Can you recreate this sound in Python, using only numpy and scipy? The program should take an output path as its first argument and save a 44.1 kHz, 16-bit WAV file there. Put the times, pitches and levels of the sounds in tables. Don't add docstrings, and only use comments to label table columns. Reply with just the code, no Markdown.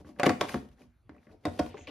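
import sys
import numpy as np
from scipy import signal
from scipy.fft import rfft, irfft, next_fast_len
from scipy.io import wavfile
from scipy.ndimage import uniform_filter1d

SR = 44100
rng = np.random.default_rng(int(sys.argv[2]) if len(sys.argv) > 2 else 0)


def nominal_scale(level):
    x = np.asarray(level, float) / 20
    return 10 ** x


def to_wav(sig):
    pcm = np.clip(np.atleast_2d(sig), -1, 1) * 32767
    pcm = np.round(pcm).astype(np.int16)
    wavfile.write(sys.argv[1], SR, pcm.T)


N = 83790
FREE_S, FREE_DB = 1.7, -10
BLOW_S = 0.0037


def evened(x):
    return x / np.sqrt(np.mean(x ** 2) + 1e-20)


def read(points, hz):
    f, value = np.transpose(points)
    return np.interp(np.log(hz + 1), np.log(f + 1), value)


def add(mix, s, sound):
    part = mix[round(s * SR):][:len(sound)]
    part += sound[:len(part)]


def slow(count, size):
    once = uniform_filter1d(rng.standard_normal(count), size)
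    return evened(uniform_filter1d(once, size))


def colour(x, points):
    cep = irfft(read(points, np.fft.rfftfreq(4096, 1 / SR)) * np.log(10) / 20)
    folded = np.r_[cep[0], 2 * cep[1:2048], np.zeros(2048)]
    taps = irfft(np.exp(rfft(folded)))[:2048]
    return signal.oaconvolve(x, taps / np.linalg.norm(taps))[:len(x)]


def ring(modes, gains):
    t = np.arange(round(.3 * SR)) / SR
    y = 0
    for (hz, db, t60), gain in zip(modes, gains):
        y = y + gain * nominal_scale(db - 60 * t / t60) * np.sin(2 * np.pi * hz * t)
    return y / abs(y).max()


def resonate(x, hz, width_hz):
    r = np.exp(-np.pi * width_hz / SR)
    y = signal.lfilter([1, 0, -1], [1, -2 * r * np.cos(2 * np.pi * hz / SR), r * r], x)
    return y * np.linalg.norm(x) / np.linalg.norm(y)


def grains(count, per_s):
    chance, size, sign = rng.random((count, 3)).T
    heights = nominal_scale(-2.5 * np.log(size + 0.0033))
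    return evened((chance < per_s / SR) * heights * np.sign(sign - .5))


def crack(db, decay_s):
    t = np.arange(2000) / SR
    x = grains(2000, 12000) + 0.55 * rng.standard_normal(2000)
    ragged = nominal_scale(4 * evened(uniform_filter1d(x[::-1], size=80)))
    crackle = np.exp(-t / 0.048) * ragged * signal.lfilter(*signal.butter(1, 4000, fs=SR), x)
    x = x * np.exp(-t / decay_s) + 0.1 * crackle
    edge_hz = np.clip(3000 * 2 ** ((db + 49.5) / 5), 1000, 18000)
    return nominal_scale(db - 2) * signal.lfilter(*signal.butter(2, edge_hz, fs=SR), x * np.minimum(t * 2000, 1))


# (pitch [Hz], level [dB], decay t60 [s])
BOX = [(155, 4, 0.042), (204.1, -3, .12), (236, -7, 0.36), (243.85, -3, 0.22), (293.8, 0, 0.15),
       (347.8, 3, 0.1), (432, 9.5, 0.039)]
# (pitch [Hz], level [dB], decay t60 [s])
PANEL = [(510.6, 5.5, 0.083), (588.6, 5, 0.11), (657, -2.5, 0.12), (720, -2, 0.13), (789, 3, 0.07),
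         (929, -4, 0.11), (1050, -7.5, 0.074), (1125.4, 5, .07), (1455, -8.5, 0.15), (1663, -11, 0.086),
         (1745, -14, 0.014), (2006, -5.5, 0.055), (2260, -19, 0.063), (2830, -16.5, 0.026)]


def knock(panel_db, box_db, box_hz, blow_s):
    spot = rng.standard_normal(len(PANEL))
    blow = (1 + 1.1 * rng.standard_normal(900)) * np.exp(-np.arange(900) / SR / blow_s)
    near = []
    for k, (hz, _, _) in enumerate(BOX):
        away = np.log(hz / box_hz) / 0.26
        near.append((-1) ** k * (0.23 + 1 / (1 + away ** 2)))
    lid = signal.fftconvolve(ring(PANEL, nominal_scale(6 * spot) * np.sign(spot)), blow)
    lid = signal.lfilter(*signal.butter(2, 400, "high", fs=SR), lid)
    box = signal.fftconvolve(ring([(box_hz, 3, .09)] + BOX, [1] + near), abs(blow))
    box *= nominal_scale(3 * slow(len(box), size=250))
    box = signal.sosfilt(signal.butter(4, 150, "high", fs=SR, output="sos"), box)
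    return nominal_scale(panel_db) * lid / abs(lid).max() + nominal_scale(box_db) * box / abs(box).max()


# (time [s], crack level [dB], panel level [dB], box level [dB], box pitch [Hz])
SNAPS = [(.197, -23.5, -22, -34.5, 720), (0.232, -16.5, -18.5, -25, 370), (0.2664, -21, -17.5, -18.5, 314),
         (0.2932, -21, -22.5, -24, 300), (0.3027, -36, -24, -28, 325), (.411, -17.5, -22, -28, 593),
         (0.543, -31, -27.5, -29.5, 247), (0.5574, -44, -39.5, -31.5, 254.3),
         (1.0933, -47, -51, -47.5, 296), (1.453, -24, -26.5, -28, 317.5), (1.466, -41, -32, -29, 312),
         (1.5924, -24, -21, -23.5, 288), (1.743, -47, -42, -45.5, 432)]
FLAP_HZ = [2460, 1600, 2200, 2000, 2000, 3550, 3700, 1510, 1593, 3670, 2474, 5060, 1100]
# (time [s], tick level [dB], body level [dB], tick pitch [Hz])
TICKS = [
    (0.047, -55, -33.5, 1490),
    (0.163, -53, -38.5, 1376),
    (1.1462, -55.5, -44, 2000),
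    (1.181, -58.5, -62, 2500),
    (1.2685, -53.5, -38.5, 1804),
    (1.292, -55.5, -39.5, 1400),
]
# (frequency [Hz], level [dB])
CRACK = [(300, -3.5), (1000, 7), (2300, -0.5), (3000, -7), (5000, -11), (8000, -11), (11000, -21),
         (15500, -27.5)]


def tabs():
    sharp, body = np.zeros((2, N))
    for (s, crack_db, panel_db, box_db, hz), flap_hz in zip(SNAPS, FLAP_HZ):
        x = crack(crack_db, 0.0023)
        add(sharp, s, 1.027 * x + 0.29 * resonate(x, flap_hz, 350))
        add(body, s, knock(panel_db + 1.0, box_db + 4.5, hz, BLOW_S))
    for s, tick_db, body_db, hz in TICKS:
        x = crack(tick_db, 0.0022)
        add(body, s, 3.0 * resonate(x, hz, 500))
        add(sharp, s, 0.18 * x)
        add(body, s, knock(body_db - 17.0, body_db - 11, 230, BLOW_S))
    return colour(sharp, CRACK) + body


# (start [s], length [s], level [dB], pitch [Hz], body level [dB])
RIPS = [(0.185, 0.0097, -53.5, 2000, -49.5), (0.251, 0.023, -34, 2200, -26),
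        (0.2613, 0.0061, -27, 2000, -26), (.407, 0.0086, -34.5, 3150, -48),
        (0.4827, .015, -41.5, 2000, -42), (1.435, 0.021, -65.5, 2000, -56),
        (1.587, 0.016, -42, 3000, -72.5), (1.66, 0.0075, -52.5, 2420, -60),
        (1.769, 0.029, -54.5, 2000, -53), (1.8696, 0.016, -44, 2320, -45.5),
        (1.878, 0.027, -49, 3000, -45.5)]
# (frequency [Hz], level [dB])
FIBRE = [(300, -16.5), (1000, 3.5), (2500, 1.5), (5000, -7.5), (8000, -5), (11000, -11.5), (15500, -12.5)]


def rips():
    sharp, tone, push = np.zeros((3, N))
    for s, length, db, hz, body_db in RIPS:
        x = grains(1600, 2300) + 0.22 * rng.standard_normal(1600)
        u = np.arange(1600) / SR / length
        x = x * np.clip(u * 4, 0, 1) * np.clip((1 - u) * 5, 0, 1)
        add(sharp, s, nominal_scale(db - 8 + FREE_DB * (s > FREE_S)) * x)
        add(tone, s, nominal_scale(db - 5.5) * resonate(resonate(x, hz, 2200), hz, 1300))
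        add(push, s, nominal_scale(body_db) * x)
    lid = ring(PANEL + BOX, (-1) ** np.arange(len(PANEL + BOX)))
    lid_sound = signal.fftconvolve(push, lid / np.linalg.norm(lid))[:N]
    return colour(sharp, FIBRE) + tone + lid_sound


# (time [s], level [dB], flap pitch [Hz], brightness [dB])
FIBRES = [(1.598, -29.5, 1050, -13), (0.1922, -47.5, 1900, -5.5), (0.2595, -36, 1690, 3.5),
          (0.2638, -25.5, 1760, 1), (0.2997, -37.5, 2430, -3), (0.4859, -42, 1850, 3.5),
          (.4932, -37, 1550, 3), (.535, -49.5, 3000, 7.5), (0.6873, -63.5, 3000, 6.5),
          (0.7146, -69, 2487, 5), (.724, -75, 3000, 0), (0.7838, -62, 1810, -12.5), (0.8177, -56, 2060, -2),
          (1.2295, -61, 1800, -20), (1.3123, -60.5, 2200, -14.5), (1.325, -66, 4000, -18),
          (1.6637, -44, 1100, -1), (1.7701, -42.5, 1550, -5.5), (1.777, -55, 3130, -9),
          (1.81, -49, 2400, -15), (1.8717, -35.5, 2380, -11.5), (1.877, -48.5, 3230, -10),
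          (1.883, -44, 2850, -8.5), (1.887, -44, 3000, -8), (.241, -27.5, 1100, -11),
          (0.2631, -19, 2200, -15), (0.275, -29, 1100, -11), (.2345, -18.5, 1500, -15),
          (.306, -33, 1180, -10), (1.164, -57, 982, -10)]
# (time [s], panel level [dB], box level [dB], box pitch [Hz])
FLEXES = [
    (0.067, -54, -53.5, 247),
    (.09, -50.5, -43, 256),
    (0.284, -24, -22, 303),
    (.312, -51, -30, 280),
    (0.809, -71, -54, 249.3),
    (0.834, -66.5, -57, 254),
    (1.116, -61, -49.5, 220),
    (1.752, -51.5, -48, 432),
    (1.82, -55, -49.5, 270),
]


def fibres():
    sharp, tone, t = np.zeros(N), np.zeros(N), np.arange(600) / SR
    for s, db, hz, bright_db in FIBRES:
        x = nominal_scale(db) * rng.standard_normal(600) * np.exp(-t / 0.0028) * np.minimum(t * 3000, 1)
        add(sharp, s, nominal_scale(bright_db - 3 + FREE_DB * (s > FREE_S)) * x)
        add(tone, s, 0.78 * resonate(resonate(x, hz, 1100), hz, 550))
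    for s, panel_db, box_db, hz in FLEXES:
        add(tone, s, knock(panel_db, box_db, hz, BLOW_S))
    return colour(sharp, FIBRE) + tone


# (middle [s], half-length [s], skin level [dB], weight on the box [dB])
STROKES = [(0, 0.02, -62.5, -46.5), (0.085, 0.031, -60.5, -60), (0.196, 0.049, -71.5, -57.5),
           (0.427, 0.029, -49.5, -36), (0.519, 0.046, -45, -53), (0.603, 0.061, -65, -54.5),
           (0.732, 0.017, -72, -72.5), (0.816, 0.038, -65.5, -61.5), (1.155, 0.037, -79.5, -63),
           (1.244, 0.0365, -73.5, -74), (1.325, 0.029, -70.5, -58.5), (1.558, 0.094, -59, -50.5),
           (1.661, 0.061, -59, -55), (1.808, 0.1, -65, -59.5)]
# (frequency [Hz], level [dB])
SKIN = [(900, 6), (1400, -1), (2200, -1), (3500, -5), (6000, -8.5), (10500, -12), (13000, -18.5),
        (16000, -25.5)]
# (start [s], end [s], level [dB], pitch [Hz], width [Hz])
SLIDE_HISS = (1.75, 1.87, -64, 6600, 1200)


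def rub():
    t = np.arange(N) / SR
    mid, half, skin_db, weight_db = np.transpose(STROKES)
    swell = np.exp(-((t[:, None] - mid) / half) ** 2)
    skin = colour(grains(N, 900) + 0.91 * rng.standard_normal(N), SKIN)
    skin = np.where(t > FREE_S, resonate(resonate(skin, 2400, 2500), 2400, 2500), skin)
    gains = np.r_[np.ones(len(BOX)), .6 * np.ones(6)]
    box = ring(BOX + PANEL[:6], gains * (-1) ** np.arange(len(BOX) + 6))
    load = grains(N, 300) * (swell @ nominal_scale(weight_db))
    creak = signal.fftconvolve(load, box / np.linalg.norm(box))[:N]
    start, end, db, hz, width_hz = SLIDE_HISS
    brush = resonate(resonate(rng.standard_normal(N), hz, width_hz), hz, width_hz)
    brush *= np.clip(np.minimum(t - start, end - t) / 0.05, 0, 1)
    return evened(skin) * (swell @ nominal_scale(skin_db)) + creak + nominal_scale(db) * brush


# (start [s], length [s], level [dB], pitch [Hz])
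HUMS = [
    (0.071, 0.04, -52, 251.4),
    (0.271, 0.041, -26, 290),
    (0.792, .09, -56.5, 251),
    (1.611, .06, -37, 300),
    (1.741, .032, -40.5, 432),
    (1.878, .03, -47.5, 292),
    (0.547, .045, -31.5, 248),
]


def hums():
    out = np.zeros(N)
    for s, length, db, hz in HUMS:
        u = np.arange(round(.1 * SR)) / SR / length
        wave = np.sin(2 * np.pi * np.cumsum(hz * (1 + 0.018 * slow(len(u), size=300))) / SR)
        swell = np.clip(np.minimum(u * 8, (1 - u) * 3), 0, 1)
        add(out, s, nominal_scale(db + 3.2 * slow(len(u), size=200)) * swell * wave)
    return out


# (time [s], level [dB], pitch [Hz])
THUDS = [(0.047, -46, 76), (0.249, -38, 116.4), (0.293, -29, 99), (0.42, -41, 110), (0.562, -32.5, 67.2),
         (0.701, -46.5, 58), (1.109, -47.5, 73.7), (1.3, -47.5, 70.4), (1.473, -28.5, 100),
         (1.607, -29.5, 72.2), (1.703, -42.5, 90), (1.809, -42.5, 75.5)]


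def thuds():
    out, t = np.zeros(N), np.arange(round(.3 * SR)) / SR
    rise_s, t60_s = 0.0034, 0.15
    for s, db, hz in THUDS:
        wobble = slow(len(t), size=500)
        wave = np.sin(2 * np.pi * np.cumsum(hz * (1 + 0.08 * wobble)) / SR)
        add(out, s, nominal_scale(db - 60 * t / t60_s) * (1 - np.exp(-(t / rise_s) ** 2)) * wave)
    return out


def spread(x, hz, width_hz, db):
    paths = rng.standard_normal((2, 200)) * (rng.random((2, 200)) < .06)
    band = resonate(resonate(x, hz, width_hz), hz, width_hz)
    around = signal.lfilter(*signal.butter(1, [hz / 2, hz * 2], "band", fs=SR), x)
    band *= np.linalg.norm(around) / np.linalg.norm(band)
    turn = 2 * slow(N, size=3000)
    wide = np.zeros(N)
    for path, weight in zip(paths, (np.sin(turn), np.cos(turn))):
        wide += signal.fftconvolve(band * weight, path / np.linalg.norm(path))[:N]
    return nominal_scale(db) * np.outer([1, -1], wide)


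# (frequency [Hz], t60 [s])
ROOM = [(100, 0.47), (400, 0.3), (3000, 0.35), (15000, 0.39)]
# (frequency [Hz], likeness [-1..1])
SAME = [(100, 0.9), (400, 0.82), (900, 0.59), (4000, 1), (12000, 1)]


def room(x):
    taps = np.zeros((2, SR // 2))
    at = np.arange(160, SR // 2 - 20, 20)
    places = at + rng.integers(0, 20, (2, len(at)))
    np.put_along_axis(taps, places, rng.choice([-1., 1.], (2, len(at))), 1)
    hz, t, z = signal.stft(taps, SR, nperseg=256)
    same = np.clip(read(SAME, hz) - 0.63 * (hz > 500), -1, 1)[:, None]
    z = np.array([z[0], same * z[0] + np.sqrt(1 - same ** 2) * z[1]])
    tail = signal.istft(z * nominal_scale(-60 * t / read(ROOM, hz)[:, None]), SR, nperseg=256)[1]
    return signal.fftconvolve(x[None], tail / np.linalg.norm(tail[0]), axes=1)[:, :N]


# (frequency [Hz], level [dB per Hz])
FLOOR = [(25, 3), (60, 2.5), (120, -9), (300, -16), (900, -27.5), (1700, -30), (6200, -45), (15500, -48)]


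def floor():
    frames, hz = N // 256 + 5, np.fft.rfftfreq(1024, 1 / SR)
    a, b, c, d, patches = rng.standard_normal((frames, 513, 5)).T
    patches = evened(uniform_filter1d(uniform_filter1d(patches, 12, 0), 14, 1))
    same, left = np.clip(read(SAME, hz), -1, 1)[:, None], a + 1j * b
    z = np.array([left, same * left + np.sqrt(1 - same ** 2) * (c + 1j * d)])
    z *= nominal_scale(read(FLOOR, hz)[:, None] + 3.4 * patches)
    return nominal_scale(-63.5) * evened(signal.istft(z, nperseg=1024, noverlap=768)[1][:, :N])


def scene():
    hand = tabs() + rips() + fibres() + rub() + hums() + thuds()
    lid_wide = spread(hand, hz=650, width_hz=800, db=-7.5)
    flap_wide = spread(hand, hz=4500, width_hz=3000, db=-12)
    return hand + lid_wide + flap_wide + nominal_scale(-9.5) * room(hand) + floor()


def low_pass(x):
    return signal.sosfilt(signal.butter(12, 15930, fs=SR, output="sos"), x)


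# (frequency [Hz], left leads by [rad])
LEAD = [(900, 0), (2070, -.4), (2840, .3), (4900, .4), (6290, -.8), (7670, -2.7), (10900, -6.1),
        (15500, -9.5)]
# (frequency [Hz], left minus right [dB])
TILT = [(200, .3), (600, 1.5), (1300, 0), (5000, 3.2), (10000, -.3)]


def record(dry):
    size = next_fast_len(N + 4096)
    hz = np.fft.rfftfreq(size, 1 / SR)
    port = nominal_scale(read(TILT, hz) / 2) * np.exp(.5j * read(LEAD, hz))
    band = (hz < 15950) / (1 + (38 / (hz + 1)) ** 4)
    z = rfft(dry, size) * np.array([port, 1 / port]) * band
    return low_pass(irfft(z, size)[:, :N])


dry = scene()
out = record(dry)
to_wav(out)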